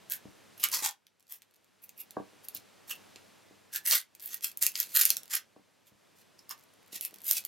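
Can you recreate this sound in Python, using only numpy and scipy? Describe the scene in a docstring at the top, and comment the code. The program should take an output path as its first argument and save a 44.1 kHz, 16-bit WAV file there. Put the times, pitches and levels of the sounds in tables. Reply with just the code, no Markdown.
"""A stiff cured laminate panel is pried off a glass plate with a small wedge, close to a stereo microphone pair.
It opens with a tear and sharp snaps, each a run or single burst of coloured cracks; dull knocks ring panel modes.
Sparse tears and the loudest knock near 2.2 s lead to heavy tearing from 3.7 to 5.4 s, with faint stray ticks.
After a near-pause the edge rings high near 6.5 s, and a last group of tears and snaps ends near 7.5 s.
A small workshop answers with dense decaying noise, over steady air noise and hum, whose level the recorder's
gain, written out as a fixed curve, moves down and up."""
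import sys
import numpy as np
from scipy import signal
from scipy.fft import rfft, irfft, next_fast_len
from scipy.io import wavfile

SR = 44100
rng = np.random.default_rng(int(sys.argv[2]) if len(sys.argv) > 2 else 0)


def persist_wave(psi):
    """Save psi, clipped to +-1, as 16-bit WAV."""
    counts = np.round(np.clip(psi, -1, 1) * 32767).astype(np.int16)
    wavfile.write(sys.argv[1], SR, np.atleast_2d(counts).T)


N = 329427


def from_db(db):
    """Decibels to amplitude gain."""
    return 10 ** (np.asarray(db) / 20)


def rms_one(x):
    """Scale to rms 1."""
    return x / np.sqrt(np.mean(x ** 2) + 1e-20)


def unit_energy(pulse):
    """Scale a stereo pulse to an energy of 1, averaged over the two channels."""
    return pulse / np.sqrt(np.sum(pulse ** 2) / 2)


def at_hz(points, hz):
    """Read a (f/Hz, level/dB) table on a log-frequency axis."""
    points = np.array(points)
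    return np.interp(np.log(np.maximum(hz, 1)), np.log(points[:, 0]), points[:, 1])


def add(out, s, sound):
    """Mix a sound in at a time in seconds."""
    start = max(0, round(s * SR))
    out[:, start:start + sound.shape[-1]] += sound[..., :N - start]


def colour(x, db_at):
    """Causal (minimum-phase) filter with the gain db_at(Hz), made by folding the cepstrum."""
    size = 2 * next_fast_len(x.shape[-1] // 2 + SR // 40)
    hz = np.arange(size // 2 + 1) * SR / size
    cepstrum = irfft(np.log(from_db(db_at(hz))))
    cepstrum[1:size // 2] *= 2
    cepstrum[size // 2 + 1:] = 0
    response = np.exp(rfft(cepstrum))
    return irfft(rfft(x, size) * response)[..., :x.shape[-1]]


# width of diffuse sound at two close microphones: (f/Hz, side minus mid level/dB)
STEREO_WIDTH = [(100, 3), (400, 3), (1200, -5), (2500, -14.5), (5000, -12), (9000, -3), (14000, -3.5)]


def diffuse(size):
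    """White stereo noise, nearly alike on both sides in the middle range and wider in bass and treble."""
    mid, side = rng.standard_normal((2, size))
    side = colour(side, lambda hz: at_hz(STEREO_WIDTH, hz))
    left_right = np.array([mid + side, mid - side])
    # take back the power that the side signal adds
    return colour(left_right, lambda hz: -10 * np.log10(1 + from_db(at_hz(STEREO_WIDTH, hz)) ** 2))


# background level as the recorder's automatic gain sinks and recovers, written out as a fixed curve:
# (t/s, level/dB before the common trim)
BACKGROUND_LEVEL = [(0.0, -68), (0.77, -67.5), (0.94, -84.5), (1.14, -84.5), (1.91, -76), (2.25, -69.5),
                    (2.89, -69), (2.99, -65.5), (3.89, -73.5), (3.99, -82.5), (4.26, -72.5), (4.45, -75),
                    (5.18, -68.5), (5.37, -76), (5.91, -77.5), (6.05, -74), (7.47, -70.5)]
# spectrum of the air noise: (f/Hz, relative density level/dB per Hz)
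AIR_SPECTRUM = [(18, -46.5), (30, -19), (70, -16.5), (93, -7), (131, -4.5), (189, -1.5), (473, -3),
                (616, -4.5), (684, -6), (1460, -10), (2290, -11.5), (2540, -11.5), (12300, -21.5),
                (16000, -31)]


def air(trim_db=9.0, hum_hz=100, hum_db=-18.0, overtone_db=-20.5):
    """Steady soft room noise with a faint mains hum and its octave, under the recorder's gain curve."""
    t = np.arange(N) / SR
    hiss = rms_one(colour(diffuse(N), lambda hz: at_hz(AIR_SPECTRUM, hz)))
    hum = from_db(hum_db) * np.sin(2 * np.pi * hum_hz * t)
    octave = from_db(overtone_db) * np.sin(2 * np.pi * 2 * hum_hz * t)
    level_db = trim_db + np.interp(t, *np.transpose(BACKGROUND_LEVEL))
    return from_db(level_db) * (hiss + hum + octave)


# reverberation against direct sound: (f/Hz, level/dB)
ROOM_LEVEL = [(150, -5), (900, -3), (2500, -3), (6000, -8.5), (15000, -7.5)]


def workshop(x, build_s=0.0034, bass_t60=0.19, absorb_hz=14000):
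    """Dense reflections build up in a few milliseconds and die sooner in the treble."""
    t = np.arange(SR // 3) / SR
    noises = [diffuse(2 * len(t)), diffuse(2 * len(t))]
    echo = np.zeros((2, len(t)))
    edges = np.geomspace(60, 18000, 12)
    for k, (low, high) in enumerate(zip(edges, edges[1:])):
        hz = np.sqrt(low * high)
        build = 1 - np.exp(-(t / build_s) ** 2)
        decay = from_db(-60 * t / bass_t60 * (1 + hz / absorb_hz)) * build
        band_filter = signal.butter(2, [low, high], "band", fs=SR, output="sos")
        # neighbouring bands use separate noises; the first half lets the filter settle
        band = signal.sosfilt(band_filter, noises[k % 2])[:, len(t):]
        echo += from_db(at_hz(ROOM_LEVEL, hz)) * band * decay / np.sqrt(np.sum(decay ** 2))
    return signal.fftconvolve(x, echo, axes=1)[:, :N]


# dull knocks of panel and hand on the plate: (t/s, peak level/dB before trim, contact hardness f/Hz)
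KNOCKS = [(0.251, -37, 200), (0.819, -42.5, 527), (2.167, -22.5, 930), (2.329, -51, 497),
          (2.55, -47.5, 195), (3.156, -49.5, 604), (3.506, -47, 398), (5.561, -45.5, 610),
          (5.917, -54, 98.4), (6.926, -45.5, 400), (7.126, -50.5, 454)]
# modes of the panel lying on the glass: (f/Hz, relative level/dB, t60/s)
PANEL_MODES = [(106, -12.5, 0.032), (205, -7, 0.052), (299, -4.5, 0.056), (408, 0.5, 0.029),
               (481, -5.5, 0.076), (624, 5, 0.018), (770, 1.5, 0.022), (957, 0, 0.033), (1133, -0.5, 0.042),
               (1610, 2.5, 0.015)]
# time between touches; loss, times the touch number squared; share of the hardness kept at each touch
SETTLE_S, SETTLE_LOSS_DB, SETTLE_HARDNESS = .0301, 7, 0.44


def knocking(trim_db=-2.0, lowest_hz=100, contact_s=0.00097, touches=3):
    """A soft contact sets the damped low modes of the panel ringing; it settles in weaker, softer touches."""
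    out, t = np.zeros((2, N)), np.arange(SR // 4) / SR
    body = np.zeros(len(t))
    for k, (hz, db, t60) in enumerate(PANEL_MODES):
        sign = (-1) ** k
        body += sign * from_db(db - 60 * t / t60) * np.sin(2 * np.pi * hz * t)
    body *= 1 - np.exp(-t / contact_s)
    body = signal.sosfilt(signal.butter(1, lowest_hz, "high", fs=SR, output="sos"), body)
    for s, db, hard_hz in KNOCKS:
        for touch in range(touches):
            touch_hz = hard_hz * SETTLE_HARDNESS ** touch
            knock = signal.sosfilt(signal.butter(2, touch_hz, fs=SR, output="sos"), body)
            gain = from_db(db + trim_db - SETTLE_LOSS_DB * touch ** 2)
            add(out, s + touch * SETTLE_S, gain * knock / np.abs(knock).max())
    return out


# basic colour of a crack: (f/Hz, level/dB)
CRACK_COLOUR = [(100, -31), (400, -11), (1000, -6.5), (2500, -2.5), (4600, 1.5), (6500, 2), (8800, 0),
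                (10500, 1), (12300, 5), (14500, -1), (16000, -7)]


def crack_colour(hz, edge_hz, ring_db, sizzle_db, below_db=-9.0, ring_width=0.149, overtone=1.9,
                 overtone_share=0.21, sizzle_hz=9500):
    """The lifted edge rings at its own pitch and one overtone and radiates less below; sizzle lifts the top."""
    below = below_db / (1 + (hz / (0.74 * edge_hz)) ** 8)
    first = 1 / (1 + ((hz / edge_hz - 1) / ring_width) ** 2)
    second = 1 / (1 + ((hz / (overtone * edge_hz) - 1) / ring_width) ** 2)
    ring = max(ring_db, 0) * (first + overtone_share * second)
    sizzle = sizzle_db * (1 - 1 / (1 + (hz / sizzle_hz) ** 7))
    return at_hz(CRACK_COLOUR, hz) + below + ring + sizzle


def crack_pulse(scatter_db, t60):
    """One crack: a spike, then a few milliseconds of waves scattered in panel and glass."""
    t = np.arange(SR // 60) / SR
    scatter = diffuse(len(t)) * from_db(-60 * t / t60)
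    pulse = from_db(scatter_db) * unit_energy(scatter)
    pulse[:, 0] += 1
    return pulse


def snap(energy_db, sizzle_db, edge_hz=2400):
    """A patch of the bond lets go at once: one coloured crack of set energy, without edge ring."""
    pulse = crack_pulse(scatter_db=6.0, t60=0.0083)
    pulse = colour(pulse, lambda hz: crack_colour(hz, edge_hz, 0, sizzle_db))
    return from_db(energy_db) * unit_energy(pulse)


# stretches when the wedge holds the bond under strain: (start t/s, end t/s, mean tick energy level/dB)
STRAINS = [(1.104, 1.648, -43.5), (4.138, 5.302, -28.5), (6.55, 6.902, -40), (6.953, 7.448, -30.5)]
TICKS_PER_S = 38


def creeping(spread_db=2.0, sizzle_db=2.5):
    """The strained bond gives way in faint ticks, scattered at random over each stretch."""
    out = np.zeros((2, N))
    for start, end, energy_db in STRAINS:
        ticks = round(TICKS_PER_S * (end - start))
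        for when, size in rng.uniform([start, -1], [end, 1], (ticks, 2)):
            add(out, when, snap(energy_db + spread_db * size, sizzle_db))
    return out


# pushes that tear the bond: (start t/s, swell t/s, fade t/s, crest level/dB before trim,
# lifted edge f/Hz, edge ring level/dB with negatives as none, sizzle level/dB)
TEARS = [(0.103, 0.026, 0.035, -34, 1710, 21.5, 12), (0.577, .04, 0.011, -42.5, 2810, 13, 13.5),
         (0.631, 0.0043, 0.034, -26, 1154, 12, -5), (0.716, 0.016, 0.075, -28, 1100, 7.5, 0.5),
         (0.813, .026, .05, -27.5, 853, 11, -2.5), (1.294, .03, 0.05, -46, 900, 3, 7.5),
         (1.826, .018, 0.012, -47.5, 2400, 13, 20), (1.976, .022, 0.026, -40.5, 2600, 17, 18),
         (2.433, .018, 0.0077, -50, 2400, -5, 12), (2.549, .004, 0.02, -40, 2400, -0.5, -0.5),
         (2.88, 0.037, 0.02, -37, 930, 20, 6), (2.906, .008, 0.012, -36.5, 2770, 25.5, -12),
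         (3.729, .031, 0.021, -33, 1680, 13.5, 6), (3.856, .05, 0.013, -24.5, 1900, 3.5, 8),
         (3.917, .006, .022, -19.5, 610, 6.5, 0), (3.94, .008, 0.054, -24.5, 1800, -1, 2.5),
         (4.217, .012, 0.066, -41.5, 1810, 8.5, 14.5), (4.302, .035, 0.027, -40.5, 1760, 3, 2),
         (4.427, .008, 0.062, -29.5, 1760, 0, 4.5), (4.617, 0.0035, 0.079, -27.5, 1580, 1, 5.5),
         (4.754, .045, 0.065, -35, 1800, -4, 2), (4.878, .04, 0.06, -48.5, 2160, 3, 4.5),
         (4.948, 0.016, 0.062, -20.5, 1580, 5.5, 8), (5.0, .012, 0.13, -26, 1560, 3, 4.5),
         (5.305, .045, 0.023, -29.5, 1440, 4, -1), (5.86, .012, 0.024, -60, 2400, 4, 2),
         (6.16, 0.042, 0.028, -62, 1500, -1.5, 0), (6.383, .008, 0.014, -54.5, 5200, 16, -6),
         (6.494, 0.015, 0.019, -39.5, 1053, 25, 0.5), (6.499, 0.005, 0.011, -41, 5100, 29, -2),
         (6.927, 0.026, 0.027, -38, 2050, 2, -1.5), (7.009, .02, 0.047, -38, 2600, 12, 15),
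         (7.219, 0.026, 0.0066, -44.5, 2300, 0, 14), (7.256, 0.029, 0.079, -28.5, 2430, -11, 9),
         (7.351, .018, 0.018, -28.5, 2430, 3, 3.5)]
# single sharp cracks: (t/s, energy level/dB before trim, sizzle level/dB)
SNAPS = [(0.099, -13, 16), (0.1206, -2, 17.5), (0.6393, 4.5, 8.5), (0.6872, -11, 8), (0.717, -12, 6),
         (1.0677, -33, -3), (1.3232, -15.5, 20), (1.42, -30, -4), (1.8928, -23, 4.5), (2.108, -21.5, 7),
         (2.4853, -10, 17.5), (2.5485, -10, 31), (3.1598, -23.5, -17), (3.7605, -5, 5.5), (3.862, -5, 0),
         (3.9108, 3, -4), (4.2592, -9, 49), (4.3434, -6, 37), (4.573, -10, 14.5), (4.6257, 4, 6),
         (4.6657, 5, 6), (4.755, -7, -22), (4.8018, 3, 10.5), (4.9632, 3, 2.5), (5.0125, 5.5, 7),
         (5.0534, 7.5, 15.5), (5.1038, 6, 4), (5.1684, -4, 7), (5.233, -22.5, 5), (5.353, 1, 14.5),
         (6.4933, -17, 12), (7.0106, -7.5, 8.5), (7.0501, -5, 11.5), (7.1427, -23, 9), (7.2179, -24, 15),
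         (7.3114, 6.5, 9.5), (7.4505, -7, 13.5)]


def snapping(trim_db=-0.22, tick_db=4.0, tick_spread_db=2.5, tick_sizzle_db=7.0, linger_s=.03, ticks=4):
    """Sharp single snaps, and stray ticks from the strained bond during and just after every push."""
    out = np.zeros((2, N))
    for s, energy_db, sizzle_db in SNAPS:
        add(out, s, snap(energy_db + trim_db, sizzle_db))
    for s, swell_s, fade_s, db, *_ in TEARS:
        span_s = swell_s + fade_s + linger_s
        for when, size in rng.uniform([0, -1], [1, 1], (ticks, 2)):
            add(out, s + when * span_s, snap(db + tick_db + tick_spread_db * size, tick_sizzle_db))
    return out


# a push starts this far under its crest, and has sunk this far when the front stops
SWELL_DB, FADE_DB = 11.5, 13.5


def tearing(cracks_per_s=1300, spread_db=3.5, biggest=4.55, trim_db=1.0, lead_s=.005, stop_s=0.0053,
            clump_db=4.5, clump_s=0.00595, places=2):
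    """The crack front swells and fades with each push, jumping in clumps of random steps at two places."""
    out, margin = np.zeros((2, N)), .03  # margin in s before and after a push
    for s, swell_s, fade_s, db, edge_hz, ring_db, sizzle_db in TEARS:
        length = swell_s + fade_s
        t = np.arange(int((length + 2 * margin) * SR)) / SR - margin
        push = from_db(np.interp(t, [0, swell_s, length], [-SWELL_DB, 0, -FADE_DB]))
        # exponential flanks before the start and after the stop
        push *= np.exp(np.minimum(t, 0) / lead_s - np.maximum(t - length, 0) / stop_s)
        run = np.zeros((2, len(t)))
        for place in range(places):
            grip = np.interp((t + margin) / clump_s, np.arange(64), rng.standard_normal(64))
            sizes = from_db(spread_db * np.minimum(rng.exponential(1, len(t)), biggest))
            signs = rng.choice([-1, 1], len(t))
            happens = rng.random(len(t)) < cracks_per_s / SR
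            steps = push * from_db(clump_db * grip) * sizes * signs * happens
            pulse = crack_pulse(scatter_db=4.5, t60=0.018)
            run += signal.fftconvolve(steps[None], pulse, axes=1)[:, :len(t)]
        run = colour(run, lambda hz: crack_colour(hz, edge_hz, ring_db, sizzle_db))
        push_rms = np.sqrt(np.mean(push ** 2))
        add(out, s - margin, from_db(db + trim_db) * rms_one(run) * push_rms)
    return out


def scene(right_db=0.45):
    """The panel lies just right of centre, close to the microphones, with the room and its air around it."""
    panel = tearing() + snapping() + creeping() + knocking()
    panel = panel * from_db([[-right_db], [right_db]])
    return panel + workshop(panel) + air()


def record(dry, cutoff_hz=16000):
    """An elliptic low-pass cuts the top steeply."""
    return signal.sosfilt(signal.ellip(10, .3, 70, cutoff_hz, fs=SR, output="sos"), dry)


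dry = scene()
out = record(dry)
persist_wave(out)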